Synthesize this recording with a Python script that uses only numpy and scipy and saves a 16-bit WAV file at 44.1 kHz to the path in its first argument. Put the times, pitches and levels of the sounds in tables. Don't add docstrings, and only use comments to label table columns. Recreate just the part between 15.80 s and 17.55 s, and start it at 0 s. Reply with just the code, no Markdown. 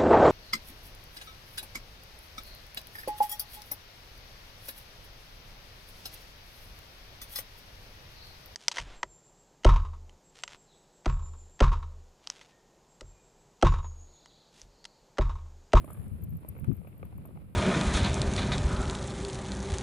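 import sys
import numpy as np
from scipy import signal
from scipy.fft import rfft, irfft, next_fast_len
from scipy.io import wavfile
from scipy.ndimage import uniform_filter1d, map_coordinates

SR = 44100
rng = np.random.default_rng(int(sys.argv[2]) if len(sys.argv) > 2 else 0)


def transcribe(signal):
    frames = np.atleast_2d(signal).T
    limited = np.clip(frames, -1, 1)
    pcm = np.round(limited * 32767).astype(np.int16)
    wavfile.write(sys.argv[1], SR, pcm)


N = 77175
EVENT_T = np.arange(int(.05 * SR)) / SR


def amp(db):
    return 10 ** (np.asarray(db) / 20)


def unit(x):
    return x / np.sqrt(np.mean(x ** 2) + 1e-20)


def along(points, hz):
    f, values = np.transpose(points)
    return np.interp(np.log(hz + 1), np.log(f + 1), values)


def curve(points):
    return np.interp(np.arange(N) / SR, *np.transpose(points))


def filtered(x, response):
    n = x.shape[-1]
    padded = next_fast_len(n + 8192)
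    return irfft(rfft(x, padded) * response(np.fft.rfftfreq(padded, 1 / SR)), padded)[..., :n]


def noise(spectrum):
    return unit(filtered(rng.standard_normal((2, N)), lambda hz: amp(along(spectrum, hz))))


def wobble(per_s):
    return map_coordinates(rng.standard_normal(1024), [np.arange(N) * per_s / SR], mode="wrap")


def pan(db):
    return amp([[db / 2], [-db / 2]])


def from_left(x, lead_s):
    return filtered(x, lambda hz: np.exp(-2j * np.pi * hz * lead_s * np.array([[0], [1]])))


def unit_hit(x):
    return x * np.sqrt(.003 * SR / np.sum(x ** 2, axis=-1, keepdims=True))


def burst(spectrum, t60, snap=0, size=4096):
    t = np.arange(size) / SR
    cepstrum = irfft(np.log(amp(along(spectrum, np.fft.rfftfreq(size, 1 / SR)))))
    cepstrum[1:size // 2] *= 2
    cepstrum[size // 2 + 1:] = 0
    spray = rng.standard_normal(size) * amp(-60 * t / t60) - snap * (t == 0)
    coloured = irfft(rfft(spray) * np.exp(rfft(cepstrum)))
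    return unit_hit(coloured[:len(EVENT_T)])


def add(out, start_s, x):
    part = out[:, round(start_s * SR):][:, :x.shape[-1]]
    part += x[..., :part.shape[-1]]


# f/Hz, level/dB
AIR_SPECTRUM = [(40, -3), (200, 2.5), (400, -3.5), (550, -7), (800, -15.5), (1200, -16.5), (1700, -23),
                (2400, -21), (3200, -29), (4500, -34), (6300, -44), (9000, -51), (15000, -70)]
# t/s, level/dB
AIR_ENVELOPE = [(0, -54), (.15, -56), (.5, -57), (.8, -54.5), (1.1, -57), (1.55, -56), (1.75, -61)]
# f/Hz, correlation
AIR_CORRELATION = [(100, 0.51), (600, 0.9), (1500, 0.055), (4000, 0.064)]


def lake_air():
    def mid_side_gains(hz):
        angle = np.arccos(along(AIR_CORRELATION, hz)) / 2
        return np.array([np.cos(angle), np.sin(angle)])

    mid, side = filtered(noise(AIR_SPECTRUM), mid_side_gains)
    ports = unit(np.array([mid + side, mid - side]))
    return from_left(ports * amp(curve(AIR_ENVELOPE) + 1.6 * wobble(110)), lead_s=.00031)


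# f/Hz, level/dB
HISS_SPECTRUM = [(1000, -39), (4500, -26), (6500, -37), (7300, -4.5), (9000, -3), (10300, 2), (11200, 2),
                 (13500, 3), (14400, -5), (16000, -12)]
# f/Hz, level/dB
SLIDE_SPECTRUM = [(4500, -24), (6500, -43), (7200, -7), (8200, -13), (9100, -2.5), (9900, -1), (10600, 5),
                  (11400, -4.5), (12500, 0), (14100, -11), (16000, -7)]
# t/s, level/dB
SLIDE_ENVELOPE = [(0, -64), (.07, -62.5), (.13, -59.5), (.22, -63.5), (.35, -68.5), (.5, -73.5),
                  (.72, -71.5), (1, -72.5), (1.3, -77), (1.5, -74), (1.75, -83)]


def snow_slide():
    steady = amp(-76) * noise(HISS_SPECTRUM)
    return steady + noise(SLIDE_SPECTRUM) * amp(curve(SLIDE_ENVELOPE) + 1.84 * wobble(160))


# f/Hz, level/dB
GRIT_SPECTRUM = [(300, -10), (600, 8), (1200, -2), (1700, -1.5), (2400, -13), (3300, -10.5), (4500, -23.5),
                 (6000, -47)]


def grit(peak_s=.11, grains_per_s=1100, spread_db=5.5):
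    t = np.arange(N) / SR - peak_s
    grains = (rng.random(N) < grains_per_s / SR) * amp(spread_db * rng.standard_normal(N))
    shower = grains * (rng.standard_normal(N) + rng.standard_normal((2, N)))
    level = amp(-61 + np.minimum(67 * t, -49 * t))
    return level * unit(filtered(shower, lambda hz: amp(along(GRIT_SPECTRUM, hz))))


def crust_mode(hz, t60):
    return unit_hit(np.sin(2 * np.pi * hz * EVENT_T) * amp(-60 * EVENT_T / t60))


# t/s, level/dB, treble/dB, ring/dB, left-right/dB, crumble t60/s, knock f/Hz, ring f/Hz
CRUST_CRACKS = [(0.044, -39.5, -4, -11, 0.5, 0.0096, 598, 1060),
                (0.078, -44.5, 1, -6.5, -4, 0.054, 624, 920), (.085, -46.5, -9, -21, 7, 0.015, 630, 930),
                (.094, -60, -2, -1, 0, 0.011, 660, 1110), (0.1028, -42.5, -5, -5.5, -1, 0.027, 630, 1226),
                (0.117, -59, 6, -12, 7, 0.0071, 546, 1250), (.128, -61, 8, 7, 1, 0.019, 523, 1170),
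                (0.15, -53, 5, -3, 0, 0.034, 647, 1164), (.173, -45.5, -3, -16, 0, 0.014, 470, 1170),
                (.632, -51, -6, -7, 7, 0.028, 456, 950), (.648, -44.5, -6, -6, 4, 0.013, 622, 967),
                (0.681, -49.5, -0.5, -10, 0, 0.0083, 600, 1080), (.752, -48, 2, -16, -7, 0.0078, 560, 1150),
                (.765, -44.5, 3.5, -20, 2.5, 0.03, 520, 1120), (.788, -48, 4, -8, 0.5, 0.015, 490, 930),
                (0.844, -49.5, 12.5, 4.5, 0.5, 0.011, 904, 1230), (0.915, -49, 6, 1, 0, 0.0079, 480, 1176),
                (1.016, -52.5, 5, -22, -1, 0.005, 538, 1150), (1.047, -48, 0, -26, 0, 0.032, 530, 950),
                (1.072, -47.5, 4, -10, -0.5, 0.027, 575, 1190), (1.08, -63, 16, -18, 0, 0.021, 600, 1150),
                (1.128, -57, 9.5, -43, 3, 0.012, 565, 1160),
                (1.2291, -39.5, 2.5, -5.5, -0.5, 0.0097, 523, 1220),
                (1.2318, -58.5, 2, -24, 10, 0.023, 624, 1210), (1.251, -62, 19.5, -12, -8, 0.04, 550, 1150),
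                (1.326, -49.5, 1, -6, 1, 0.019, 775, 955), (1.382, -48, -3.5, -14, -0.5, 0.01, 575, 1000),
                (1.4526, -48.5, 1, -3.5, -1, 0.042, 810, 1010), (1.462, -49, -16, -9, 1, 0.011, 700, 1070),
                (1.489, -46, -27, -33, 0, 0.032, 523, 910), (1.508, -50, -14, -22, 1, 0.011, 547, 890),
                (1.559, -46.5, -15, -22, 2, 0.022, 523, 1100),
                (1.573, -46.5, 0.5, -8.5, 2.5, 0.02, 830, 1210),
                (1.619, -50, -6, -13, -2, 0.025, 593, 1330)]
# f/Hz, level/dB
CRUMBLE_SPECTRUM = [(60, -34), (250, 9), (520, 0.5), (800, 0), (1000, -4), (1220, -3.5), (1500, -22),
                    (2000, -32), (4000, -36), (8000, -108)]
# f/Hz, level/dB
EDGE_SPECTRUM = [(400, -0.5), (1100, -4), (1500, -0.5), (1800, -15.5), (2200, 1.5), (2650, -2.5),
                 (3000, -18), (3500, -20), (4200, -40), (6500, -43), (12000, -48)]
# t/s, lead/s
CRACK_LEAD = [(0, 0.000094), (.7, 0.00033), (1.75, 0.00022)]


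def snow_crust(snap=1.87, width=.31):
    out = np.zeros((2, N))
    for start_s, db, treble_db, ring_db, pan_db, t60, knock_hz, ring_hz in CRUST_CRACKS:
        mid = burst(CRUMBLE_SPECTRUM, t60, snap)
        side = width * burst(CRUMBLE_SPECTRUM, t60)
        crumble = amp(-1) * np.array([mid + side, mid - side])
        edge = np.array([burst(EDGE_SPECTRUM, t60, snap) for port in range(2)])
        edge *= amp(treble_db - 16) * pan(16)
        knock = amp(-3.5) * crust_mode(knock_hz, t60=.041)
        ring = amp(ring_db) * crust_mode(ring_hz, t60=.025)
        lead_s = np.interp(start_s, *np.transpose(CRACK_LEAD))
        crack = from_left(crumble + edge - knock - ring, lead_s)
        add(out, start_s, amp(db - 3) * pan(pan_db) * crack)
    return out


def contact(spectrum):
    return np.array([burst(spectrum, t60=.014) for port in range(2)])


# t/s, level/dB, left-right/dB
CLICK_HITS = [(.046, -57.5, 13), (.104, -63, 12), (0.107, -56, 17), (0.131, -52.5, 7), (.281, -62, 14),
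              (0.44, -64, 17), (0.791, -69, 13), (0.845, -63, 5), (0.845, -60, 11.5), (1.252, -71, 12),
              (1.379, -68, 10), (1.457, -64, 12)]
# f/Hz, level/dB
CLICK_SPECTRUM = [(1000, -35), (4500, -17), (5800, -15.5), (6600, -17), (7400, -5), (9000, 0), (10700, 3),
                  (12000, 5.5), (13500, -7), (15000, -5.5)]


def dry_clicks():
    out = np.zeros((2, N))
    for start_s, db, pan_db in CLICK_HITS:
        add(out, start_s, amp(db) * pan(pan_db) * contact(CLICK_SPECTRUM))
    return out


# t/s, level/dB, left-right/dB
TICK_HITS = [(0.133, -48, 4), (.422, -56, 6), (0.436, -45.5, 10), (.439, -47, -1), (0.4937, -51.5, 2),
             (0.505, -52.5, 6), (.524, -62, 1), (0.533, -55.5, 6), (0.551, -55, -3), (.569, -54, 15),
             (.572, -55, -16), (0.684, -48, 2), (0.6871, -34, 7.5), (0.6908, -43, 0), (0.78, -53, 4),
             (0.7975, -44, 3), (0.929, -49.5, 5.5), (0.945, -59, 11), (0.9532, -57, 8), (0.967, -55, 2),
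             (1.075, -53.5, 4), (1.086, -53.5, 0), (1.102, -64, 3), (1.1782, -55, 4), (1.252, -49.5, 6.5),
             (1.378, -54, 8), (1.455, -51.5, 9), (1.473, -56, 5)]
# f/Hz, level/dB, t60/s, change with force/(dB per dB)
OBJECT_MODES = [(11610, 1, 0.016, 0), (12000, -1, 0.014, -0.6), (12090, 3.5, 0.021, 0)]
# f/Hz, level/dB
TICK_CLICK_SPECTRUM = [(1000, -27), (4000, -27), (5700, -16), (7300, -8.5), (8700, 5.5), (10500, -4),
                       (13000, 4.5), (15000, 1.5)]


def bright_ticks(usual_db=-48.5, attack_s=.00066):
    out, t = np.zeros((2, N)), EVENT_T
    for start_s, db, pan_db in TICK_HITS:
        force_db = db - usual_db
        ring = 0
        for hz, mode_db, t60, force_slope in OBJECT_MODES:
            onset_db = mode_db + force_slope * force_db + rng.normal(0, 2.3, (2, 1))
            phase = rng.random((2, 1))
            ring += amp(onset_db - 60 * t / t60) * np.sin(2 * np.pi * (hz * t + phase))
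        ring = unit_hit(ring * (1 - np.exp(-t / attack_s)))
        click = amp(-15.5 + .17 * force_db) * contact(TICK_CLICK_SPECTRUM)
        add(out, start_s, amp(db - 3.5) * pan(pan_db) * (ring + click))
    return out


def eddies(spectrum, window=700):
    turbulence = noise(spectrum)
    power = np.abs(signal.hilbert(turbulence)) ** 2
    for size in (window, window // 2):
        power = uniform_filter1d(power, size, axis=1)
    return unit(turbulence / np.sqrt(np.abs(power) + .00089))


# t/s, level/dB
BUFFET_LEFT = [(0, -34), (.04, -61), (.12, -44.5), (.16, -50.5), (.2, -33), (.235, -43.5), (.275, -31),
               (.3, -44.5), (.325, -29), (.355, -29.5), (.385, -47), (.435, -28.5), (.46, -41.5),
               (.485, -33.5), (.56, -36.5), (.605, -62), (.64, -42), (.665, -56.5), (.7, -36.5),
               (.74, -46.5), (.78, -42), (.83, -47.5), (.87, -44), (.93, -25.5), (.96, -49), (.985, -32),
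               (1.02, -43.5), (1.06, -50), (1.12, -50.5), (1.19, -49.5), (1.25, -40.5), (1.28, -46.5),
               (1.38, -43), (1.43, -50.5), (1.53, -47), (1.56, -41), (1.6, -55), (1.66, -47.5),
               (1.75, -50.5)]
BUFFET_RIGHT = [(0, -44), (.3, -43.5), (.49, -41), (.53, -35.5), (.58, -37), (.63, -49), (.79, -47),
                (.833, -26), (.875, -49.5), (1.05, -47), (1.17, -51), (1.23, -43), (1.3, -48.5),
                (1.36, -42.5), (1.48, -45), (1.51, -49), (1.58, -42), (1.75, -51)]
# f/Hz, level/dB
BUFFET_SPECTRUM = [(15, -27), (30, -5), (42, -16.5), (58, 0), (105, 1.5), (160, -3), (215, -8), (280, -25),
                   (360, -27), (500, -57.5), (1000, -67), (3000, -100)]


def wind_buffets():
    level_db = np.array([curve(BUFFET_LEFT), curve(BUFFET_RIGHT)])
    flutter_db = 2.16 * np.array([wobble(34.13), wobble(34.46)])
    return amp(level_db + flutter_db) * eddies(BUFFET_SPECTRUM)


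# t/s, level/dB
GUST_ENVELOPE = [(.84, -88), (.87, -39.5), (.884, -18.5), (.905, -20), (.93, -34.5), (.945, -50), (1, -76)]
# f/Hz, level/dB
GUST_SPECTRUM = [(25, -31), (45, -12), (65, -6), (105, 7), (145, 1), (200, -5), (265, -4), (350, -12.5),
                 (430, -27.5), (600, -39.5), (1000, -57), (4000, -93)]


def hard_gust():
    return amp(curve(GUST_ENVELOPE)) * eddies(GUST_SPECTRUM) * np.array([[1], [0]])


def scene():
    wind = wind_buffets() + hard_gust()
    return wind + snow_slide() + bright_ticks() + dry_clicks() + snow_crust() + grit() + lake_air()


def record(dry):
    limit_hz = 14700
    return filtered(dry, lambda hz: 1 / np.sqrt(1 + (hz / limit_hz) ** 160))


dry = scene()
out = record(dry)
transcribe(out)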